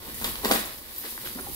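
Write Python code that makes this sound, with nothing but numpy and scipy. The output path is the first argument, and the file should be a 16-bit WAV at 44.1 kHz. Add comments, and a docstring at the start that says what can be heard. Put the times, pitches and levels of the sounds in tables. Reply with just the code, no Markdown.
"""A leafy oak limb is pulled down in a wood, a few metres from the microphone. From the start, leaves
swish and twigs scrape over a low rumble of air. The fibres tear in a short run, then in two loud
cracks near half a second; each fracture excites the modes of the limb and scatters among the trunks.
From about one second the crown sinks onto the ground: stalks tick, twigs crunch and branches knock."""
import sys
import numpy as np
from scipy import signal
from scipy.fft import rfft, irfft
from scipy.io import wavfile

SR = 44100
rng = np.random.default_rng(int(sys.argv[2]) if len(sys.argv) > 2 else 0)


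def file_out(sig):
    """Save sig as 16-bit WAV at sys.argv[1]."""
    # one column per channel
    cols = np.atleast_2d(sig).T
    # limit, then scale
    lim = np.clip(cols, -1, 1)
    pcm = np.round(lim * 32767).astype(np.int16)
    wavfile.write(sys.argv[1], SR, pcm)


N = 68355
T = np.arange(N) / SR
F = np.fft.rfftfreq(2 * N, 1 / SR)

# Fibre bundles breaking: start_s, thud_db, splinter_db, fizz_db, decay_s
FRACTURES = [(0.1433, -41, -29, -16, 0.0024), (.1490, -50, -54, -17, 0.0031),
             (0.2141, -21.5, -23.5, -16, 0.0031), (0.2227, -20.5, -22, -18, 0.0024),
             (0.2315, -34, -29, -19, 0.0011), (0.2433, -20.5, -10, -5.5, 0.0042),
             (.2480, -19, -16.5, -11, 0.01), (0.261, -33, -23, -20, 0.0025), (0.269, -27, -38, -22, 0.0018),
             (0.29, -20, -35, -26, 0.00049), (0.4368, -19.5, -45, -38, 0.0079),
             (0.444, -12.5, -21, -19, 0.0018), (0.4464, -16, -12.5, -5, 0.0048),
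             (0.4485, -9, -11.5, -10, 0.0012), (.4560, -4, -13, -7.5, 0.0029),
             (0.4989, -11, -37, -28, 0.0036), (0.5038, -12, -31, -35, 0.0047),
             (.5100, -3.5, -14, -17, 0.0071), (0.5126, -3, -4, -12, 0.0027),
             (0.5142, -7, -5.5, -4, 0.00087), (0.518, -8, -31, -7, 0.0022),
             (0.5216, -5.5, -10.5, -2.5, 0.0029), (0.5344, -17.5, -10.5, -7.5, 0.0047),
             (.5520, -11, -18, -9, 0.002), (.5595, -15, -12.5, -13, .003), (0.592, -17.5, -34, -9.5, 0.014),
             (0.652, -22, -32, -14, 0.011)]
# Normal modes of the limb and of its splinters: pitch_hz, level_db, t60_s
LIMB_MODES = [(234.5, 13.5, 0.088), (276.4, -3.5, 0.097), (320, -2.5, 0.13), (433, -2, 0.17),
              (490, -15, 0.075), (654.5, -7.5, 0.42), (788, -2.5, 0.1), (1018, 5.5, 0.066),
              (1195, -12, 0.084)]
SPLINTER_MODES = [(4550, 0, 0.02), (4650, 5, 0.023), (5200, -11, 0.012), (5540, 3, 0.012)]
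# Twigs crushed or snapped: start_s, level_db, pitch_hz, length_s
CRUNCHES = [(0.284, -27, 1310, .002), (0.3557, -18.5, 2290, .0015), (1.037, -26.5, 1200, .008),
            (1.1758, -20.5, 1250, 0.0032), (1.254, -24, 1730, 0.0098), (1.271, -21.5, 1550, .003),
            (1.37, -26.5, 810, 0.015), (1.386, -18.5, 1100, 0.011)]
# Branches colliding: start_s, level_db, pitch_hz, t60_s
KNOCKS = [(0.08, -24.5, 290, 0.07), (.110, -22, 221, 0.32), (0.2156, -22.5, 140, 0.076),
          (0.949, -27, 330, 0.055), (1.042, -22, 320, 0.068), (1.046, -24, 450, 0.07),
          (1.191, -25.5, 129, 0.18), (1.258, -25.5, 328, 0.049), (1.264, -27.5, 134, 0.27),
          (1.355, -15, 246, 0.093), (1.390, -20, 270, 0.061), (1.399, -20.5, 389, 0.054),
          (1.466, -20, 805, 0.09), (1.486, -23, 358, 0.039)]
# Leaf stalks flicking: start_s, level_db, pitch_hz, decay_s, left_minus_right_db
TICKS = [(.9825, -10, 13500, .0025, 2), (1.1078, -20, 13500, .001, 3), (1.251, -15, 12000, .005, 0),
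         (1.4093, -19, 10300, .0015, -4), (1.5325, -18, 12500, .001, -3)]
# Ground under the crown: start_s, level_db, pitch_hz, t60_s (negative, so the tone grows)
GROUND_MODE = (1.482, -14, 54, -1.5)
# Spectral envelope of each source: frequency_hz, level_db
THUD_SPECTRUM = [(30, -35.5), (100, -16), (150, -6.5), (205, 5.5), (280, 6.5), (400, -1.5), (800, -4),
                 (1150, -3.5), (1500, -35), (2200, -16), (5000, -38), (16000, -44)]
SPLINTER_SPECTRUM = [(100, -35), (600, -7), (1200, 1), (2400, -1), (3700, -1), (4550, -6.5), (5000, -2.5),
                     (5550, -5), (6600, -11.5), (9000, -2), (16000, -35)]
FIZZ_SPECTRUM = [(500, -29.5), (4000, -16.5), (6500, 0.5), (8200, -1), (12500, 3), (14500, -1.5),
                 (16000, -1)]
LEAF_SPECTRUM = [(500, -24), (2000, -12), (2800, -7.5), (4500, -4.5), (6700, -9.5), (9000, -4.5),
                 (11000, -0.5), (13000, 2), (16000, -3.5)]
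TWIG_SPECTRUM = [(150, -35.5), (500, 0), (1100, -5), (1900, 1), (2800, -3.5), (4000, -0.5), (5400, -6.5),
                 (6700, -30), (12000, -15)]
BOUGH_SPECTRUM = [(40, -11), (130, -20), (240, -8), (420, -9.5), (650, -18.5), (1100, -12.5), (2000, -39.5),
                  (8000, -31)]
AIR_SPECTRUM = [(15, -20), (28, -29), (40, -8), (54, -4.5), (80, -10.5), (130, -15.5), (300, -20.5),
                (1500, -42.5)]
# Envelope of the leaves: time_s, level_db, left_minus_right_db
LEAF_LEVELS = [(0, -40.5, 0.5), (.12, -41, 1.5), (.2, -38.5, 2), (.265, -31.5, 5.5), (.32, -34.5, 0.5),
               (.42, -37, 0.5), (.47, -33, 3), (.55, -28, 5), (.64, -39.5, 0), (.74, -37.5, 2.5),
               (.8, -42.5, 0.5), (.89, -42, 0), (.96, -36.5, 0.5), (1.015, -38, 0), (1.055, -35, 1.5),
               (1.16, -38, 2), (1.235, -38, 1), (1.265, -34, 0), (1.34, -36.5, 1.5), (1.44, -39.5, 0),
               (1.55, -35, 0.5)]
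# Envelopes of the scraping twigs, the straining bough and the air: time_s, level_db
TWIG_LEVELS = [(0, -48), (.105, -43.5), (.14, -48), (.21, -47.5), (.27, -42.5), (.33, -44.5), (.4, -46.5),
               (.5, -36), (.58, -36), (.72, -42), (.8, -51), (.92, -48.5), (1.01, -49.5), (1.055, -42),
               (1.14, -53), (1.22, -48), (1.265, -39.5), (1.32, -49), (1.55, -50.5)]
BOUGH_LEVELS = [(0, -45), (.1, -45), (.18, -55.5), (.25, -35), (.33, -45.5), (.4, -42.5), (.55, -33.5),
                (.63, -49), (.74, -51.5), (.82, -52.5), (1, -52.5), (1.25, -46.5), (1.33, -49.5),
                (1.41, -49.5), (1.48, -44), (1.55, -51)]
AIR_LEVELS = [(0, -50), (.27, -46.5), (.55, -48), (.85, -54.5), (1.1, -56.5), (1.25, -58), (1.37, -52),
              (1.5, -46), (1.55, -45)]
# Imbalance of the two microphone ports: frequency_hz, left_minus_right_db
PORT_BALANCE = [(100, -1.5), (280, -1), (1000, 0.4), (2200, 0.5), (4500, -1.3), (8000, -2), (10000, -5.5),
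                (13000, 0.5), (16000, 4.5)]

PORT_LAG_S, LAG_SPREAD_S = 0.0001924, 0.0001  # sound reaches the left port first
RUSTLE_WET_DB = 0.5  # scattered relative to direct sound, for the crown


def breaking_limb():
    """Brittle fracture: each fibre bundle releases its strain as a thud and a crackle that ring wood."""
    ring_growth = 2.45  # dB of ring per dB of crackle: only the big splinters ring
    blows, spray, snaps, fine_fibres = np.zeros((4, N))
    for start, thud_db, splinter_db, fizz_db, decay_s in FRACTURES:
        tear = unit(uneven_noise(spread_db=2.5) * np.exp(-T / decay_s))
        add(blows, start, undb(thud_db) * ((T == 0) + undb(-3) * tear))
        add(spray, start, undb(splinter_db) * tear)
        add(snaps, start, undb(ring_growth * splinter_db) * tear)
        add(fine_fibres, start, undb(fizz_db) * tear)
    limb_response = undb(5.5) * impulse(THUD_SPECTRUM) + undb(2.5) * struck(LIMB_MODES)
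    body = low_cut(convolve(blows, limb_response), hz=154)  # too thin to radiate lower
    splinters = undb(9) * convolve(spray, impulse(SPLINTER_SPECTRUM))
    splinters += undb(3) * convolve(snaps, struck(SPLINTER_MODES))
    splinters += undb(5) * convolve(fine_fibres, impulse(FIZZ_SPECTRUM))
    return woodland(ports(body), wet_db=-6.5) + woodland(ports(splinters), wet_db=-0.5)


def crunching_twigs():
    """Progressive failure: a twig gives way in a short run of dry clicks with no clear pitch."""
    out = np.zeros(N)
    for start, db, hz, length_s in CRUNCHES:
        add(out, start, undb(db) * rasp(T < length_s, hz, width=0.66, spread_db=6.5))
    return undb(8.5) * woodland(ports(out), wet_db=-8)


def knocking_branches():
    """Cushioned impact: leaves soften a blow that excites one damped mode and a scrape of bark."""
    attack_s = 0.0012
    cushion = 1 - np.exp(-T / attack_s)
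    out = np.zeros(N)
    for start, db, hz, t60 in KNOCKS:
        scrape = rasp(cushion * decay(t60), hz, width=0.64)
        tone = unit(cushion * ring(hz, t60))
        add(out, start, undb(db) * (tone + undb(-5) * scrape))
    radiated = low_cut(out, hz=101)  # thin branches radiate no bass
    return undb(5.5) * woodland(ports(radiated), wet_db=-6)


def ticking_stalks():
    """Transient excitation: each flick of a stalk is a fast-decaying band of treble noise."""
    width_hz = 2300
    out = np.zeros((2, N))
    for start, db, hz, decay_s, pan_db in TICKS:
        band = 1 / (1 + (2 * (F - hz) / width_hz) ** 2)
        tick = unit(filtered(rng.standard_normal(N), band) * np.exp(-T / decay_s))
        add(out, start, undb(db) * pan(pan_db) * ports(tick))
    return undb(4) * woodland(out, RUSTLE_WET_DB)


def rustling_crown():
    """Friction and strain: leaves brush, twigs scrape and the loaded bough crackles."""
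    leaves = contacts(LEAF_SPECTRUM, per_s=3200, spread_db=0) * undb(curve(LEAF_LEVELS))
    twigs = contacts(TWIG_SPECTRUM, per_s=1000, spread_db=4) * undb(curve(TWIG_LEVELS))
    bough = contacts(BOUGH_SPECTRUM, per_s=350, spread_db=-1) * undb(curve(BOUGH_LEVELS))
    return leaves * pan(curve(LEAF_LEVELS, column=2)) + twigs + bough


def contacts(spectrum, per_s, spread_db, parts=5):
    """Shot noise: tiny random contacts in several parts of the crown sum to a rustle of unit rms."""
    out = np.zeros((2, N))
    for place in np.linspace(-1, 1, parts):
        touches = rng.random(N) < per_s / parts / SR
        polarity, size = rng.standard_normal((2, N))
        level_db = spread_db * np.minimum(size, 2) + flutter_db()
        clicks = touches * np.sign(polarity) * undb(level_db)
        out += ports(clicks, PORT_LAG_S + place * LAG_SPREAD_S)
    rustle = woodland(convolve(out, impulse(spectrum)), RUSTLE_WET_DB)
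    return unit(rustle) * np.sqrt(N)


def flutter_db(surges_per_s=55, depth_db=3.6):
    """Stick-slip motion: sprays of leaves catch and slip, so their level surges at random."""
    knots = rng.standard_normal(400)
    return depth_db * np.interp(T * surges_per_s, np.arange(len(knots)), knots)


def air_rumble():
    """Partial coherence: low noise of the air, partly shared by the ports and stronger on the right."""
    noise = rng.standard_normal(N) + 0.88 * rng.standard_normal((2, N))
    rumble = unit(convolve(noise, impulse(AIR_SPECTRUM))) * np.sqrt(N)
    return rumble * undb(curve(AIR_LEVELS)) * pan(-4.5)


def yielding_ground():
    """A single mode: soft earth takes the crown's weight with a low tone, far fainter than the air."""
    start, db, hz, t60 = GROUND_MODE
    out = np.zeros(N)
    add(out, start, undb(db) * unit(ring(hz, t60)))
    return ports(out)


def woodland(x, wet_db, bass_t60_s=0.42, treble_t60_s=0.38, build_s=0.00043, crossover_hz=860):
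    """Multiple scattering: trunks and ground add a diffuse tail whose bass is alike at both ports."""
    left, independent = rfft(rng.standard_normal((2, N)), 2 * N)
    bass = 1 / (1 + (F / crossover_hz) ** 2)
    coherence = 0.94 * bass
    right = (coherence * left + np.sqrt(1 - coherence ** 2) * independent) * delay(PORT_LAG_S)
    field = np.array([left, right])
    tail = irfft(field * bass)[:, :N] * decay(bass_t60_s)
    tail += irfft(field * (1 - bass))[:, :N] * decay(treble_t60_s)
    build_up = 1 - np.exp(-T / build_s)
    return x + undb(wet_db) * convolve(x, unit(tail * build_up))


def rasp(envelope, hz, width, spread_db=0):
    """Band-limited noise: clicks under an envelope, in a band about hz that broadens with width."""
    edge_ratio = np.sqrt(1 + 2 * width)
    band = signal.butter(2, [hz / edge_ratio, hz * edge_ratio], "band", fs=SR, output="sos")
    return unit(signal.sosfilt(band, uneven_noise(spread_db) * envelope))


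def uneven_noise(spread_db):
    """Log-normal modulation: random sample sizes turn white noise into crackle."""
    return rng.standard_normal(N) * undb(spread_db * rng.standard_normal(N))


def struck(modes):
    """Modal superposition: the impulse response is a sum of damped sinusoids."""
    return unit(sum(undb(db) * ring(hz, t60) for hz, db, t60 in modes))


def ring(hz, t60):
    return np.sin(2 * np.pi * hz * T) * decay(t60)


def decay(t60):
    return np.exp(-np.log(1000) * T / t60)


def impulse(spectrum):
    """Minimum phase: folding the cepstrum gives a causal click with the given spectrum."""
    cepstrum = irfft(np.log(response(spectrum)))
    cepstrum[1:N] *= 2
    cepstrum[N + 1:] = 0
    return unit(irfft(np.exp(rfft(cepstrum)))[:N])


def response(spectrum):
    hz, db = np.array(spectrum).T
    return undb(np.interp(np.log(F + 1), np.log(hz), db))


def curve(rows, column=1):
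    rows = np.array(rows)
    return np.interp(T, rows[:, 0], rows[:, column])


def ports(x, lag_s=PORT_LAG_S):
    """Path difference: the right microphone port receives the wave later than the left."""
    return np.array([x, filtered(x, delay(lag_s))])


def delay(lag_s):
    return np.exp(-2j * np.pi * F * lag_s)


def pan(db):
    return undb(np.array([db, -db]) / 2).reshape(2, -1)


def filtered(x, gain):
    return irfft(rfft(x, 2 * N) * gain)[..., :N]


def convolve(x, h):
    return filtered(x, rfft(h, 2 * N))


def low_cut(x, hz):
    return signal.sosfilt(signal.butter(4, hz, "high", fs=SR, output="sos"), x)


def add(out, start_s, x):
    i = int(start_s * SR)
    out[..., i:] += x[..., :N - i]


def unit(x):
    """Normalisation to a mean energy of one per channel."""
    return x / np.sqrt(np.mean(np.sum(x ** 2, axis=-1)) + 1e-18)


def undb(db):
    return 10 ** (np.asarray(db) / 20)


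def scene():
    """Linear superposition: the pressures of all sources add at each port."""
    wood = breaking_limb() + crunching_twigs() + knocking_branches()
    return wood + ticking_stalks() + rustling_crown() + air_rumble() + yielding_ground()


def record(dry):
    """Frequency response: each port colours the sound, and a steep low-pass limits the bandwidth."""
    cutoff_hz = 15680
    tilt = np.sqrt(response(PORT_BALANCE))
    heard = filtered(dry, np.array([tilt, 1 / tilt]))
    return signal.sosfilt(signal.ellip(12, 0.1, 80, cutoff_hz, fs=SR, output="sos"), heard)


dry = scene()
out = record(dry)
file_out(out)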